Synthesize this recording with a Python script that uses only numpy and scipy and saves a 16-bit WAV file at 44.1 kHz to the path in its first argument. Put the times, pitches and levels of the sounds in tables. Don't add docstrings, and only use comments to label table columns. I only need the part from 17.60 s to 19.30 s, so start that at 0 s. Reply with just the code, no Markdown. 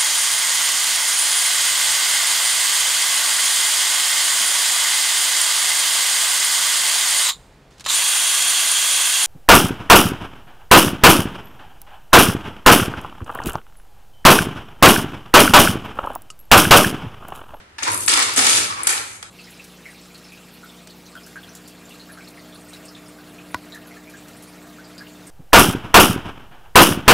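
import sys
import numpy as np
from scipy import signal
from scipy.fft import rfft, irfft
from scipy.io import wavfile
from scipy.ndimage import uniform_filter1d

SR = 44100
rng = np.random.default_rng(int(sys.argv[2]) if len(sys.argv) > 2 else 0)


def pcm_store(signal):
    levels = np.round(np.clip(np.atleast_2d(signal), -1, 1) * 32767)
    wavfile.write(sys.argv[1], SR, levels.astype(np.int16).T)


N = 74970
T = np.arange(N) / SR


def undb(db):
    return 10 ** (np.asarray(db) / 20)


def unit(x):
    return x / np.sqrt(np.mean(x ** 2) + 1e-18)


def noise():
    return rng.standard_normal((2, N))


def fade(start, t60, attack_s=0.00054):
    age = np.maximum(T - start, 0)
    return (1 - np.exp(-age / attack_s)) * np.exp(-np.log(1000) * age / t60)


def burst(start, length, attack_s=0.0037, release_s=0.0071):
    return np.clip((T - start) / attack_s, 0, 1) * np.exp(-np.maximum(T - start - length, 0) / release_s)


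def convolve(x, response):
    return signal.fftconvolve(x, np.atleast_2d(response), axes=-1)[:, :N]


def band(x, lo_hz, hi_hz, order=2):
    sos = signal.butter(order, [lo_hz, min(hi_hz, SR / 2 - 1)], "band", fs=SR, output="sos")
    return signal.sosfilt(sos, x)


def lookup(hz, points):
    f, value = np.array(points).T
    return np.interp(np.log(hz + 1), np.log(f), value)


def modal_response(modes, lo_hz, hi_hz):
    t = T[:N // 4]
    ring = sum((-1) ** k * undb(db) * width * np.exp(-np.pi * width * t) * np.cos(2 * np.pi * hz * t)
               for k, (hz, width, db) in enumerate(modes))
    ring = band(ring + 1e-18, lo_hz, hi_hz)
    return ring / np.sqrt(np.sum(ring ** 2))


def pan(db):
    return undb(np.array([[db], [-db]]) / 2)


# (frequency [Hz], side relative to mid [dB])
SIDE_LEVEL = [(60, -14), (110, -18), (190, -12), (350, -8.5), (630, -1.5), (1120, 3.5), (2020, -0.5),
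              (3630, 1), (11700, 2)]

def spread(x):
    side_gain = undb(lookup(np.fft.rfftfreq(N, 1 / SR), SIDE_LEVEL))
    mid, side = rfft(x) / np.sqrt(1 + side_gain ** 2)
    return irfft(np.array([mid + side_gain * side, mid - side_gain * side]), N)


# (frequency [Hz], relative spectral density [dB])
AIR_SPECTRUM = [(15, -64), (25, -10), (101, -2), (124, -12.5), (225, -6.5), (276, -9.5), (314, -7.5),
                (648, -11.5), (1680, -8.5), (12000, -32), (15600, -73), (22000, -120)]

def background(air_db=-50, ring_db=-43.5, ring_t60_s=0.29):
    gain = undb(lookup(np.fft.rfftfreq(N, 1 / SR), AIR_SPECTRUM))
    air = unit(irfft(rfft(noise()) * gain, N))
    return spread(air) * np.hypot(undb(air_db), undb(ring_db) * fade(0, ring_t60_s))


# (frequency [Hz], bandwidth [Hz], relative level [dB])
BOOM_MODES = [(90, 13, -3.5), (109, 5.2, 2), (178, 87, -12.5)]
# (time [s], level [dB])
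BOOM_ENVELOPE = [(0, -68), (0.19, -63), (0.31, -39), (0.58, -53.5), (0.75, -46), (1.0, -41.5), (1.2, -49),
                 (1.45, -54), (1.7, -58)]
# (time [s], level [dB])
BEATER_THUDS = [(0.471, -45), (0.765, -46), (1.17, -55)]

def boom():
    time, level_db = np.array(BOOM_ENVELOPE).T
    ring = convolve(noise(), modal_response(BOOM_MODES, 81, 310))
    running_rms = np.sqrt(uniform_filter1d(ring ** 2, size=int(.12 * SR)) + 1e-9)
    hum = ring / running_rms * undb(np.interp(T, time, level_db))
    thud_envelope = sum(undb(db) * fade(start, t60=1, attack_s=0.0033) for start, db in BEATER_THUDS)
    thuds = unit(band(noise(), lo_hz=30, hi_hz=76.5)) * thud_envelope
    return spread(hum + thuds)


def chatter(hits_per_s=960, scatter_db=2.0):
    hits = rng.random(N) < hits_per_s / SR
    sizes = undb(scatter_db * np.minimum(rng.exponential(size=N), np.pi))
    power = np.abs(signal.fftconvolve((hits * sizes) ** 2, fade(0, t60=0.011) ** 2)[:N]) + 1e-9
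    return np.sqrt(power / uniform_filter1d(power, size=1100))


# (time [s], frame level [dB], bars level [dB], reed level [dB], fittings level [dB])
BLOWS = [(0.223, -34, -20, -33, -30), (0.232, -32, -22, -16.5, -20.5), (0.478, -34, -10.5, -10.5, -23),
         (0.48, -42, -32, -15, -8.5), (0.511, -50, -20, -32, -19), (0.521, -28.5, -33, -40, -32),
         (0.535, -48, -15, -8.5, -11), (0.572, -30, -12.5, -27, -13), (0.589, -33, -13, -22, -15.5),
         (0.625, -46, -26, -22, -13.5), (0.692, -39, -18.5, -23, -27), (0.773, -18.5, -14.5, -12.5, -8),
         (0.778, -23, -34, -25, -7), (0.789, -49, -9, -9.5, -9), (0.852, -27.5, -14, -17, -24),
         (0.865, -37, -8.5, -8.5, -8), (0.869, -36, -24, -11, -16), (0.893, -47, -39, -21, -6.5),
         (0.98, -26.5, -24, -23, -21), (1.033, -32, -30, -24, -18.5), (1.107, -44, -25, -25, -34),
         (1.123, -51, -26.5, -46, -46), (1.19, -55, -37, -48, -35), (1.270, -35, -15.5, -13.5, -14.5),
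         (1.291, -51, -23, -20.5, -11.5), (1.302, -37, -19.5, -21.5, -16), (1.327, -31, -27, -33, -31),
         (1.376, -48, -28, -24, -25), (1.626, -48.5, -30.5, -32, -30)]
# (time [s], duration [s], then the same four levels [dB])
LOOSE_RATTLES = [(0.18, 0.013, -66, -33.5, -33.5, -39.5), (0.196, 0.025, -63, -39, -47, -46),
                 (0.245, 0.035, -43.5, -27.5, -31.5, -39), (0.271, 0.013, -34.5, -22, -26, -25.5),
                 (0.297, 0.052, -39, -36.5, -35, -29), (0.396, 0.058, -47, -53, -40.5, -33.5),
                 (0.488, 0.049, -35, -24.5, -18.5, -20.5), (0.55, 0.0897, -38, -24, -22, -26.5),
                 (0.653, 0.096, -46, -37, -32, -33.5), (0.759, 0.095, -36, -25.5, -21.5, -21.5),
                 (0.842, 0.048, -51, -27, -23.5, -21), (0.886, 0.100, -36, -26.5, -20, -18),
                 (0.996, 0.056, -46.5, -29.5, -28.5, -34), (1.159, 0.27, -48.5, -36, -41, -45),
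                 (1.266, 0.058, -40.5, -26.5, -33.5, -24.5), (1.321, 0.060, -64, -32.5, -33.5, -32),
                 (1.459, 0.110, -62, -48.5, -53, -42)]
# (frequency [Hz], bandwidth [Hz], relative level [dB])
FRAME_MODES = [(253, 47, -3), (323, 69, -1), (469, 97, 0), (670, 203, -3)]
BAR_MODES = [(830, 173, -4), (1078, 170, -2.5), (1320, 240, -1), (1750, 116, 0.5), (1870, 144, -1),
             (2373, 347, -2)]
REED_MODES = [(2694, 380, -1.5), (3586, 760, -3), (4410, 420, 0), (4925, 580, -0.5), (5760, 500, -2)]
FITTING_MODES = [(6180, 590, 3), (7220, 800, 2.5), (7960, 750, 2.5), (8940, 690, 2), (10070, 600, -1),
                 (11070, 380, -2), (11510, 690, -4)]
# (lower edge [Hz], upper edge [Hz])
PART_BANDS = [(200, 640), (740, 2830), (2400, 5770), (5900, 10900)]
PART_PANS = [-0.7, 0.7, 1.4, 2.8]

def loom():
    out = 0
    for part, modes in enumerate([FRAME_MODES, BAR_MODES, REED_MODES, FITTING_MODES]):
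        impacts = chatter()
        power = sum((undb(db[part]) * fade(start, t60=.04)) ** 2 for start, *db in BLOWS)
        for start, length, *db in LOOSE_RATTLES:
            power = power + (undb(db[part]) * burst(start, length) * impacts) ** 2
        force = np.sqrt(power) * noise()
        ring = convolve(force, modal_response(modes, *PART_BANDS[part]))
        out = out + pan(PART_PANS[part]) * spread(ring)
    return out


# (frequency [Hz], level [dB], decay time T60 [s])
LIGHT_WOOD_MODES = [(816, -35, 0.062), (910, -34, 0.085), (1744, -34.5, 0.071), (1750, -28, .05),
                    (2680, -32, 0.069), (4160, -45, .04)]

def tap(start_s=0.183):
    out = 0
    for hz, db, t60 in LIGHT_WOOD_MODES:
        mode = np.sin(2 * np.pi * (hz * T + rng.random((2, 1)) / 4))
        out = out + undb(db) * fade(start_s, t60, attack_s=0.0018) * mode
    return out


# (time [s], frequency [Hz], level [dB], left minus right [dB])
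HARD_CONTACTS = [(0.2308, 6930, -13, 10), (0.242, 7900, -17, 3), (0.252, 7600, -21, 12),
                 (0.317, 9660, -14.5, 11), (0.332, 9400, -15, -6), (0.344, 9700, -10.5, 8),
                 (0.376, 9100, -19, 12), (0.394, 9300, -32, 1), (0.406, 8700, -15.5, 11),
                 (0.416, 9400, -33, -3), (0.434, 9000, -18.5, 12), (0.452, 8600, -28, 1),
                 (0.462, 9600, -16, 16), (0.471, 9400, -15, 5), (0.4825, 7880, -1, 4),
                 (0.491, 8110, -9, 17), (0.538, 8200, -10, 9), (0.687, 8500, -21, -1),
                 (0.737, 10500, -17, 1), (0.762, 8400, -7.5, 1), (0.77, 9200, -11, -4),
                 (1.233, 9010, -13.5, 11), (1.237, 9200, -17, -5), (1.2697, 7875, -2.5, 3),
                 (1.2738, 10300, -4, 0), (1.378, 4300, -24, -17), (1.627, 3330, -25, -11.5)]

def ticks(relative_bandwidth=0.3, ring_db=-4.5):
    edge_ratio = 1 + relative_bandwidth / 2
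    out = 0
    for start, hz, db, pan_db in HARD_CONTACTS:
        crack = unit(band(noise(), hz / edge_ratio, hz * edge_ratio))
        ring = np.sin(2 * np.pi * (hz * T + rng.random((2, 1))))
        out = out + undb(db) * pan(pan_db) * fade(start, t60=0.013) * (crack + undb(ring_db) * ring)
    return out


# (time [s], duration [s], frequency [Hz], level [dB])
HOLLOW_HOOTS = [(0.267, 0.028, 973, -23), (0.33, 0.029, 1160, -30.5), (0.514, 0.044, 1190, -26),
                (0.573, 0.037, 1118, -22.5), (0.633, 0.059, 1114, -33), (0.775, 0.017, 1210, -27.5),
                (1.099, 0.021, 1153, -28.5), (1.175, 0.039, 1107, -32)]

def hoots(width_hz=184, mid_db=-6.5):
    mid, side = sum(
        unit(band(noise(), hz - width_hz / 2, hz + width_hz / 2)) * undb(db) * burst(start, length)
        for start, length, hz, db in HOLLOW_HOOTS)
    return undb(mid_db) * mid + np.array([side, -side])


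def swish(level_db=-31.5):
    hiss = unit(band(noise(), lo_hz=8000, hi_hz=11600, order=3))
    return hiss * chatter() * burst(start=0.32, length=0.12) * undb(level_db)


# (frequency [Hz], T60 [s])
REVERB_TIMES = [(200, 0.64), (1000, 0.62), (3000, 0.55), (8000, 0.47), (12000, 0.44)]

def room(x):
    edges_hz = np.geomspace(100, 14000, 9)
    reflections = noise()
    tail = 0
    for lo, hi in zip(edges_hz, edges_hz[1:]):
        t60 = lookup(np.sqrt(lo * hi), REVERB_TIMES)
        tail = tail + band(reflections, lo, hi, order=3) * fade(0, t60, attack_s=0.0044)
    return spread(convolve(x, unit(tail) / np.sqrt(N)))


def wandering_room(x, places=4, shift_s=0.08994):
    out = 0
    for place in range(places):
        distance = np.abs((T / shift_s - place + places / 2) % places - places / 2)
        crossfade = np.cos(np.pi / 2 * np.minimum(distance, 1))
        out = out + room(x * crossfade)
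    return out


def scene():
    clatter, sharp, hollow = loom() + tap() + swish(), ticks(), hoots()
    reflections = wandering_room(undb(-4) * clatter + undb(-7) * sharp + undb(-8) * hollow)
    return clatter + sharp + hollow + reflections + boom() + background()


def record(dry, ceiling=.76, cutoff_hz=12100):
    rounded = dry / (1 + (dry / ceiling) ** 4) ** .25
    return signal.sosfilt(signal.ellip(10, .2, 80, cutoff_hz, fs=SR, output="sos"), rounded)


dry = scene()
out = record(dry)
pcm_store(out)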